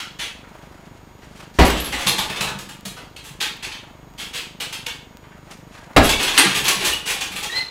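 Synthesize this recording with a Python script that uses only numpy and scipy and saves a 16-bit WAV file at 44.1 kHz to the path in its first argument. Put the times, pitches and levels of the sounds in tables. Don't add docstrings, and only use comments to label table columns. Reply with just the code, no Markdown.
import sys
import numpy as np
from scipy import signal
from scipy.fft import rfft, irfft
from scipy.io import wavfile
from scipy.ndimage import uniform_filter1d, map_coordinates

SR = 44100
rng = np.random.default_rng(int(sys.argv[2]) if len(sys.argv) > 2 else 0)


def ratio_of_db(decibels):
    return 10 ** (np.asarray(decibels, float) / 20)


def generate_wav(signal):
    frames = np.transpose(np.atleast_2d(signal))
    scaled = np.clip(frames, -1, 1) * 32767
    pcm = np.round(scaled).astype(np.int16)
    wavfile.write(sys.argv[1], SR, pcm)


N = 339570
SPAN = 3 * 2 ** 13

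# frequency in Hz, level in dB per Hz.
STEEL_COLOUR = [(180, -14), (300, -4.5), (462, -3), (582, -8), (853, -4.5), (1950, -5), (2090, -6.5),
                (3270, -5.5), (5560, -9), (8990, -11.5), (15800, -20.5)]


def unit(x):
    return x / np.sqrt(np.mean(x ** 2, axis=-1, keepdims=True) + 1e-20)


def along(points, hz):
    f, v = np.transpose(points)
    return np.interp(np.log(hz + 1), np.log(f + 1), v)


def causal(gain):
    cepstrum = irfft(np.log(gain + 1e-6))
    half = cepstrum.shape[-1] // 2
    cepstrum[..., 1:half] *= 2
    cepstrum[..., half + 1:] = 0
    return np.exp(rfft(cepstrum))


def resonance(hz, centre_hz, width_hz):
    damping = 1j * hz * width_hz
    return damping / (centre_hz ** 2 - hz ** 2 + damping)


def hiss(spectrum):
    white = rfft(rng.standard_normal(N))
    colour = ratio_of_db(along(spectrum, np.fft.rfftfreq(N, 1 / SR)))
    return unit(irfft(white * colour, N))


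def gym(count, wet_db, build_s):
    # frequency in Hz, time to fade by 60 dB in seconds.
    room_decay = [(40, 0.9), (120, 0.753), (500, 0.543), (1400, 0.467), (3700, 0.4303), (9700, 0.334),
                  (15000, 0.2975)]
    hz, t, z = signal.stft(rng.standard_normal((count, SPAN)), SR, nperseg=256)
    fade = ratio_of_db(-60 * t / along(room_decay, hz)[:, None])
    tail = signal.istft(z * fade, SR, nperseg=256)[1][:, :SPAN]
    tail *= 1 - np.exp(-np.arange(SPAN) / SR / build_s)
    tail *= ratio_of_db(wet_db) / np.linalg.norm(tail, axis=1, keepdims=True)
    tail[:, 0] += 1
    return rfft(tail)


def placed(times, db, sounds):
    out = np.zeros(N + SPAN)
    loud = np.sqrt(np.abs(uniform_filter1d(sounds ** 2, SR // 100)).max(axis=1))
    for start, gain, sound in zip(times, ratio_of_db(db) / loud, sounds):
        out[round(start * SR):][:SPAN] += gain * sound
    return out[:N]


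def burst(length_s, rise_s, spiky):
    t = np.arange(SPAN) / SR
    shape = (len(length_s), SPAN)
    impacts = rng.standard_normal(shape) * rng.exponential(size=shape) ** spiky
    rise = 1 - np.exp(-t / rise_s)
    stop = np.exp(-(t / np.clip(length_s, .002, .2)[:, None]) ** 2)
    return rfft(impacts * rise * stop)


def struck(times, db, hz, width_hz, rattle_s, wet_db):
    mode = resonance(np.fft.rfftfreq(SPAN, 1 / SR), hz[:, None], width_hz)
    force = burst(np.full(len(hz), rattle_s), rise_s=0.00151, spiky=1.01)
    room = gym(count=len(hz), wet_db=wet_db, build_s=0.0048)
    return placed(times, db, irfft(force * mode ** 2 * room))


def kicks():
    # start in seconds, peak in dB, slap brightness in dB, contact in seconds, boom in dB.
    blows = [
        (1.587, -3.5, 0, 0.0535, -7.5),
        (5.963, 1.5, -0.5, 0.02174, -11.5),
    ]
    # frequency in Hz, level in dB per Hz.
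    leather = [(30, -10), (75, -12), (125, -16.5), (200, -11), (270, -7.5), (400, -11), (600, -9),
               (800, -8.5), (1500, -13.5), (3300, -15), (6000, -25.5), (15500, -37)]
    # frequency in Hz, level in dB, time to fade by 60 dB in seconds.
    boom_modes = [(62.24, 4.5, 0.216), (90.1, -5.5, 0.254), (42.05, -11, 0.25), (55.34, -14.5, 0.607),
                  (135, -29, .2), (168.2, -4.5, 0.148)]
    # frequency in Hz, width in Hz, level in dB.
    shell_modes = [
        [(315.7, 135, 4), (554.5, 110, -1.5), (770, 109, -7), (1010, 62, -11.5), (1960, 102, -4.5)],
        [(270.3, 60.7, -4.5), (403.6, 81, -4), (730.4, 145, -1), (1311, 160, -8.5), (1659, 153, -8)],
    ]
    shell_db = [-15, -10]
    s, db, slap_db, contact, boom_db = np.transpose(blows)
    hz, t = np.fft.rfftfreq(SPAN, 1 / SR), np.arange(SPAN) / SR

    colour = causal(ratio_of_db(along(leather, hz) + (slap_db[:, None] - 12.0) * hz / (hz + 2000)))
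    force = burst(contact, rise_s=0.00129, spiky=0.14)
    slap = irfft(force * colour * gym(count=len(s), wet_db=-5.0, build_s=0.004))

    boom = sum(ratio_of_db(d - 60 * t / t60) * np.cos(2 * np.pi * f * t) for f, d, t60 in boom_modes)
    boom = boom * (1 - np.exp(-t / 0.0274))

    drum = 0
    for start, level_db, modes in zip(s, shell_db, shell_modes):
        f, width, d = np.transpose(modes)
        width = np.clip(width, 40, 400)[:, None]
        drum = drum + struck(np.full(len(f), start), level_db + d, f, width, rattle_s=0.0491, wet_db=-7.0)
    return drum + placed(s, db - 4.0, slap) + placed(s, boom_db, np.array([boom, boom]))


def chain():
    # start in
    # seconds, peak in dB, small links in dB, rattle in seconds, loudest ring in Hz.
    swinging = [(0.0, -21, -23.5, 0.0119, 2500), (0.190, -18.5, -23, 0.051, 2900),
                (3.1653, -28.5, -21, 0.0106, 2960), (3.4045, -15, -20.5, 0.0313, 2720),
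                (3.6269, -21, -23, 0.029, 2570), (3.7187, -25, -26.5, 0.0206, 3240),
                (4.180, -22, -19, 0.0564, 2690), (4.333, -19, -19.5, 0.0558, 2920),
                (4.6028, -18.5, -19, 0.0217, 2940), (4.7269, -21.5, -18.5, 0.0186, 2880),
                (4.8646, -18, -20, 0.01366, 2620)]
    after_first = [(1.6488, -13, -18, 0.0203, 2150), (1.6989, -15, -24, 0.0157, 3050),
                   (1.7673, -20, -22, 0.03, 3600), (1.8383, -22.5, -20, 0.049, 3260),
                   (1.923, -17, -20, 0.0325, 2220), (1.9814, -19, -18, 0.0593, 2130),
                   (2.066, -9.5, -14, 0.0299, 3650), (2.1815, -12.5, -19, 0.0219, 3820),
                   (2.2995, -19.5, -19, 0.0157, 2460), (2.3592, -19.5, -21.5, 0.0246, 2470),
                   (2.4085, -13, -14.5, 0.019, 3040), (2.4676, -22, -25.5, 0.038, 1400),
                   (2.5891, -26, -14, 0.0116, 2970), (2.69, -29, -12, 0.0165, 2870),
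                   (2.854, -22.5, -10.5, 0.0144, 3500), (2.9679, -29.5, -23.5, 0.0269, 1200),
                   (3.2395, -31.5, -10, 0.0464, 2850)]
    after_second = [(6.029, -11.5, -12, 0.047, 2200), (6.0922, -9, -16.5, 0.0222, 3450),
                    (6.193, -12.5, -22.5, 0.042, 2760), (6.23, -13, -12, 0.014, 2770),
                    (6.2786, -11.5, -24, 0.0173, 2830), (6.3288, -14, -20, 0.0774, 2630),
                    (6.3795, -2, -24.5, 0.0175, 3120), (6.4486, -13.5, -22, 0.0645, 2260),
                    (6.546, -12, -15.5, 0.039, 2660), (6.641, -11, -17.5, 0.056, 2880),
                    (6.6831, -6.5, -12.5, 0.01196, 3380), (6.7902, -14, -22, 0.0906, 2650),
                    (6.846, -10.5, -11, 0.0339, 3400), (6.9278, -25, -12, 0.0213, 2800),
                    (7.0565, -14.5, -16, 0.0634, 2790), (7.0988, -17, -11.5, 0.027, 2830),
                    (7.2087, -16, -17.5, 0.0202, 2820), (7.318, -24.5, -17, 0.0234, 1960),
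                    (7.3591, -19, -14.5, 0.0234, 3000), (7.428, -18.5, -15, 0.0215, 3260),
                    (7.501, -27, -22, 0.055, 1930), (7.5534, -22.5, -21.5, 0.0318, 3980)]
    group_tube_db = [-17.5, -8.5, -13]
    # frequency in Hz, width in Hz, level in dB.
    link_modes = [(862, 93, -5), (1152.6, 96, -10.5), (1767, 170, -9), (2690, 320, -2), (3035, 16, -8),
                  (3250, 130, -1.5), (3574, 95, -6), (4208, 67, -6), (4722, 84, -10), (5050, 28, -13),
                  (5380, 31, -12)]
    # frequency in Hz, width in Hz (100 more is added), level in dB (not
    stand_modes = [(2334, 84, -4), (2690, 480, -1), (3338, 116, 0), (4215, 8.5, -7), (4018, 15.3, -7),
                   (4456, 13, -8), (6294, 1150, -11), (7785, 285, -9), (7920, 42, -11), (9630, 5.1, -16),
                   (10160, 234, -15), (10520, 160, -14), (11880, 16, -17), (12400, 68, -15)]
    groups = [swinging, after_first, after_second]
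    s, db, links_db, rattle, ring_hz = np.transpose(np.concatenate(groups))[..., None]
    tube_db = np.repeat(group_tube_db, [len(group) for group in groups])[:, None]
    hz = np.fft.rfftfreq(SPAN, 1 / SR)

    high = 1 / (1 + (6000 / (hz + 1)) ** 4)
    low = 1 / (1 + (hz / 1500) ** 4)
    colour = causal(ratio_of_db(along(STEEL_COLOUR, hz) + (links_db + 19.0) * high + (tube_db + 13) * low))

    modes = 1 + 1.12 * resonance(hz, ring_hz, 1715) + 0.55 * resonance(hz, ring_hz, 198)
    links = np.array([ratio_of_db(d) * resonance(hz, f, np.clip(width, 65, 400)) for f, width, d in link_modes])
    modes = modes + ratio_of_db(rng.normal(0, 2.8, (len(s), len(link_modes)))) @ links
    stand = np.array([resonance(hz, f, width + 100) for f, width, _ in stand_modes])
    modes = modes + ratio_of_db(rng.normal(0, 4, (len(s), len(stand_modes))) - 7) @ stand
    for pitch in 700 * 20 ** rng.random((len(s), 24)).T:
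        modes = modes + 0.39 * resonance(hz, pitch[:, None], .006 * pitch[:, None] + 30)

    force = burst(rattle[:, 0], rise_s=0.187 * rattle, spiky=0.555)
    crash = irfft(force * colour * modes * gym(count=len(s), wet_db=3, build_s=.006))
    return placed(np.maximum(s[:, 0] - .003, 0), db[:, 0] - 7.5, crash)


def snaps():
    # start in seconds, peak in dB, loudest ring in Hz.
    tight_links = [(1.8005, -16, 12400), (1.8457, -16.5, 11200), (1.925, -16.5, 2050), (1.9477, -12, 2040),
                   (2.0707, -2.5, 3680), (2.0944, -4.5, 3555), (2.1901, -7, 3380), (2.1994, -9, 3390),
                   (2.4092, -12.5, 2890), (3.2921, -30, 2770), (3.4129, -9.5, 3250), (3.426, -9, 3250),
                   (3.6491, -16, 2520), (4.604, -16, 2900), (4.6256, -20.5, 2690), (4.7291, -18.5, 2880),
                   (4.8658, -11.5, 2730), (6.0928, -5.5, 3410), (6.1298, -15, 3390), (6.3768, 6.5, 2990),
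                   (6.3963, 1, 2840), (6.4112, -8, 2880), (6.4654, -14.5, 3860), (6.5505, -8, 2730),
                   (6.6544, -9.5, 3250), (7.0771, -11, 2800), (7.2205, -11.5, 2480), (7.4092, -17, 2410),
                   (7.4436, -11.5, 2700), (7.4615, -18, 4320)]
    s, db, ring_hz = np.transpose(tight_links)
    hz = np.fft.rfftfreq(SPAN, 1 / SR)
    band = 1 / (1 + (1600 / (hz + 1)) ** 2) / (1 + (hz / 10000) ** 2)
    ring = 1 + 2.7 * resonance(hz, ring_hz[:, None], 0.145 * ring_hz[:, None])
    colour = causal(ratio_of_db(along(STEEL_COLOUR, hz)) * band) * ring
    force = burst(np.full(len(s), .003), rise_s=0.00052, spiky=1.26)
    crack = irfft(force * colour * gym(count=len(s), wet_db=-2.5, build_s=0.0052))
    return placed(s, db - 14.0, crack)


def pings():
    # start in seconds, peak in dB, frequency in Hz, width in Hz.
    jingles = [(1.65, -30, 11160, 300), (1.655, -32.5, 12200, 300), (1.798, -33.5, 11300, 200),
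               (1.80, -35, 11740, 200), (1.803, -37, 13220, 200), (1.803, -44, 9700, 200),
               (1.81, -45, 14880, 200), (1.845, -39, 12200, 250), (1.844, -32, 11100, 250),
               (2.075, -27, 11300, 300), (2.075, -27, 10100, 500), (2.11, -49, 15100, 200),
               (2.18, -33, 11430, 300), (6.039, -27.5, 11280, 300), (6.05, -33, 13000, 300),
               (6.10, -36, 12400, 200), (6.381, -12, 8750, 900), (6.379, -18, 10900, 900),
               (6.385, -21, 840, 300), (6.64, -34, 11900, 302), (6.924, -20, 2877, 108),
               (6.958, -32, 2850, 60), (7.0, -36, 2854, 60), (2.075, -19, 3700, 600),
               (6.095, -20, 3410, 200), (2.42, -31, 720, 500), (6.683, -25, 1100, 400),
               (3.41, -38, 866, 200), (6.862, -25.5, 1850, 120), (0.0, -40, 1190, 500),
               (6.124, -22, 2250, 150), (1.925, -26, 2050, 200)]
    s, db, hz, width = np.transpose(jingles)
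    return struck(s, db, hz, np.clip(width, 50, 900)[:, None], rattle_s=.025, wet_db=-5)


def knocks():
    # start in seconds, peak in dB, frequency in Hz.
    tube_notes = [(1.70, -31, 199.1), (1.93, -34, 257.3), (2.055, -29.5, 190), (2.055, -33, 135),
                  (2.18, -34, 192.9), (2.29, -37.5, 191.2), (2.29, -37, 135), (2.40, -31, 194.6),
                  (2.40, -33, 135), (2.545, -35, 194.7), (2.545, -36.5, 134.5), (2.85, -34.5, 193.4),
                  (2.85, -41, 135), (3.3, -43, 142.5), (6.375, -23.5, 279.1), (6.45, -24.5, 193),
                  (6.45, -33.5, 135), (6.43, -25, 348.8), (6.55, -39, 144), (6.62, -36.5, 132.3),
                  (6.76, -35, 195.3), (6.77, -40, 135), (6.83, -41.5, 195.7), (7.3, -42.5, 185.8),
                  (7.54, -44.5, 125), (2.97, -50, 487), (4.34, -46.5, 478), (4.605, -43, 488),
                  (4.866, -42, 483), (7.1, -46, 487)]
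    # start in seconds, peak in dB, frequency in Hz.
    floor_thumps = [
        (1.772, -28, 68),
        (1.935, -34, 60),
        (2.19, -35, 55),
        (2.45, -41, 58),
        (6.15, -31, 64),
        (6.56, -41, 62),
        (6.89, -39, 62),
    ]
    s, db, hz = np.transpose(list(tube_notes) + list(floor_thumps))
    return struck(s, db, hz, 25, rattle_s=.003, wet_db=-7)


def squeak():
    # time in seconds, frequency in Hz, level in dB, octave level in dB.
    glide = [
        (7.49, 1854, -46, -63),
        (7.5, 1907, -33.5, -48.5),
        (7.523, 1925, -34.5, -31),
        (7.549, 2011, -27.5, -33.5),
        (7.571, 2068, -25.5, -18.5),
        (7.62, 2113, -30, -27),
        (7.635, 2071, -36.5, -34),
        (7.7, 2077, -44.5, -47),
    ]
    s, hz, db, octave_db = np.transpose(glide)
    since = np.arange(SPAN) / SR
    t = since + s[0]
    flutter_db = 2.6 * map_coordinates(rng.standard_normal(99), [since * 110])
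    waver = 1 + .012 * map_coordinates(rng.standard_normal(199), [since * 250])
    phase = 2 * np.pi * np.cumsum(np.interp(t, s, hz) * waver) / SR
    tone = ratio_of_db(np.interp(t, s, db) + flutter_db) * np.sin(.975 * phase)
    octave = ratio_of_db(np.interp(t, s, octave_db) - flutter_db) * np.sin(2 * phase)
    heard = irfft(rfft(tone + octave) * gym(count=1, wet_db=-7, build_s=.006))[0]
    return np.pad(1.17 * heard, (round(s[0] * SR), 0))[:N]


def steps():
    # start in seconds, peak in dB, brightness in dB, contact in seconds.
    footfalls = [(0.44, -28, -51.5, 0.0105), (0.578, -44.5, -26, 0.0194), (0.631, -38, -13, 0.016),
                 (0.719, -43.5, 1, 0.013), (1.218, -30.5, -13, 0.029), (1.371, -32.5, 1, 0.017),
                 (1.422, -29, -11.5, 0.025), (1.538, -30, -1, 0.103), (5.237, -31, -26, 0.023),
                 (5.317, -29.5, -30.5, 0.018), (5.509, -27.5, 8.5, 0.01), (5.748, -27.5, -18, 0.0125),
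                 (5.774, -29.5, -21, 0.015), (5.932, -29.5, -13, 0.0039)]
    s, db, bright_db, contact = np.transpose(footfalls)
    hz = np.fft.rfftfreq(SPAN, 1 / SR)
    foam = along([(150, -2.5), (600, 0.5), (1800, 5.5), (5000, -8), (15000, -29)], hz)
    colour = causal(ratio_of_db(foam + (bright_db[:, None] + 17) / (1 + (3500 / (hz + 1)) ** 4)))
    force = burst(contact, rise_s=0.00177, spiky=0.59)
    slap = irfft(force * colour * gym(count=len(s), wet_db=-1.0, build_s=0.0085))
    return placed(s, db - 16, slap)


def scuffs():
    # time of fastest motion in seconds, sole in dB, cloth in dB, time to fade by 20 dB in
    # seconds (its sign is ignored).
    drags = [(0.41, -67, -67.5, -1), (0.549, -48.5, -63, -0.07), (0.64, -62.5, -80.5, 0.08),
             (0.715, -51, -55.5, -0.79), (1.244, -63.5, -51.5, 0.05), (1.40, -48.5, -43, 0.11),
             (1.571, -42, -30.5, 0), (3.9, -51.5, -81, 0.17), (4.03, -57.5, -75, -1.34),
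             (5.1, -63, -80, 0.5), (5.27, -60, -62, -0.15), (5.38, -48.5, -57.5, -0.02),
             (5.48, -45, -76, -0.02), (5.52, -49.5, -43, 0.09), (5.776, -53, -45.5, 0.17),
             (5.94, -44, -71.5, -0.19)]
    sole_colour = [(250, -43), (600, 9.0), (1500, 2.5), (3000, -12.5), (5000, -25.5)]
    cloth_colour = [(2500, 3.0), (4000, -2), (8000, -8), (12000, -15.5), (16000, -30)]
    t, out = np.arange(N) / SR, 0
    s, sole_db, cloth_db, fade_s = np.transpose(drags)[..., None]
    away = np.maximum(t - s, (s - t) / 0.935)
    swell = ratio_of_db(-20 * away / np.abs(fade_s))
    for db, colour in ((sole_db, sole_colour), (cloth_db, cloth_colour)):
        grain = ratio_of_db(3.55 * map_coordinates(rng.standard_normal(999), [t * 110]))
        out = out + (ratio_of_db(db) * swell).sum(axis=0) * unit(grain * hiss(colour))
    return out


def camera():
    # time in seconds, level in dB, second edge from 0 to 1.
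    spikes = [(1.7045, 4, 0), (2.5044, -23, 0), (2.7696, -40, 0), (2.8098, -29, 0.4), (3.1033, -44, 0.2),
              (3.5699, -30, 0.2), (3.3378, -37, 0.1), (4.1031, -45, 0), (4.1384, -37, 0.8),
              (5.1712, -28, 1), (6.936, 5, 0)]
    # frequency in Hz, level in dB.
    whine_tones = [(947.5, -59), (1190, -72.5), (2169, -66.5), (3300, -70.5), (6751, -64.5), (13501, -70.5),
                   (15369, -81)]
    # frequency in Hz, level in dB per Hz.
    hiss_colour = [(20, -16), (45, 4), (90, -5), (160, -6), (500, -12), (950, -12), (2200, -20),
                   (4900, -28), (8200, -33.5), (15800, -43)]
    frame_s, first_s = .039982, .0317
    t, hz = np.arange(N) / SR, np.fft.rfftfreq(N, 1 / SR)

    first = np.arange(first_s, N / SR - frame_s, frame_s)
    chance = rng.random((len(first), 4))
    first = first + 0.00145 * (chance[:, 0] - .5)
    second = first + .002 + .0055 * chance[:, 1]
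    draw = np.zeros(N)
    draw[(first * SR).astype(int)] = -ratio_of_db(5 * chance[:, 2])
    draw[(second * SR).astype(int)] = -ratio_of_db(5 * chance[:, 3] - 1)
    sag = resonance(hz, centre_hz=125.5, width_hz=179) / (1 + 1j * hz / 500) ** 2
    ticks = ratio_of_db(-47.0) * unit(irfft(rfft(draw) * sag, N))

    spit = np.zeros(N)
    for s, db, edge in spikes:
        spit[round(s * SR) + np.array([0, 2])] = -ratio_of_db(db + 7) * np.array([1, edge])
    whine = sum(ratio_of_db(db) * np.sin(2 * np.pi * f * t) for f, db in whine_tones)
    return ticks + spit + whine + ratio_of_db(-48.5) * hiss(hiss_colour)


def scene():
    bag_and_chain = kicks() + chain() + snaps() + pings()
    stand = knocks() + squeak()
    feet = steps() + scuffs()
    return (bag_and_chain + stand + feet + camera())[None]


def band_limit(x):
    return signal.sosfilt(signal.butter(12, 16620, fs=SR, output="sos"), x)


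def record(dry):
    top_hz, ceiling = 16000, .72
    clipped = dry / (1 + np.abs(dry / ceiling) ** 14) ** (1 / 14)
    lowpass = np.clip((top_hz - np.fft.rfftfreq(N, 1 / SR)) / 400, .003, 1)
    dulled = irfft(rfft(clipped) * lowpass, N)
    return band_limit(dulled)


dry = scene()
out = record(dry)
generate_wav(out)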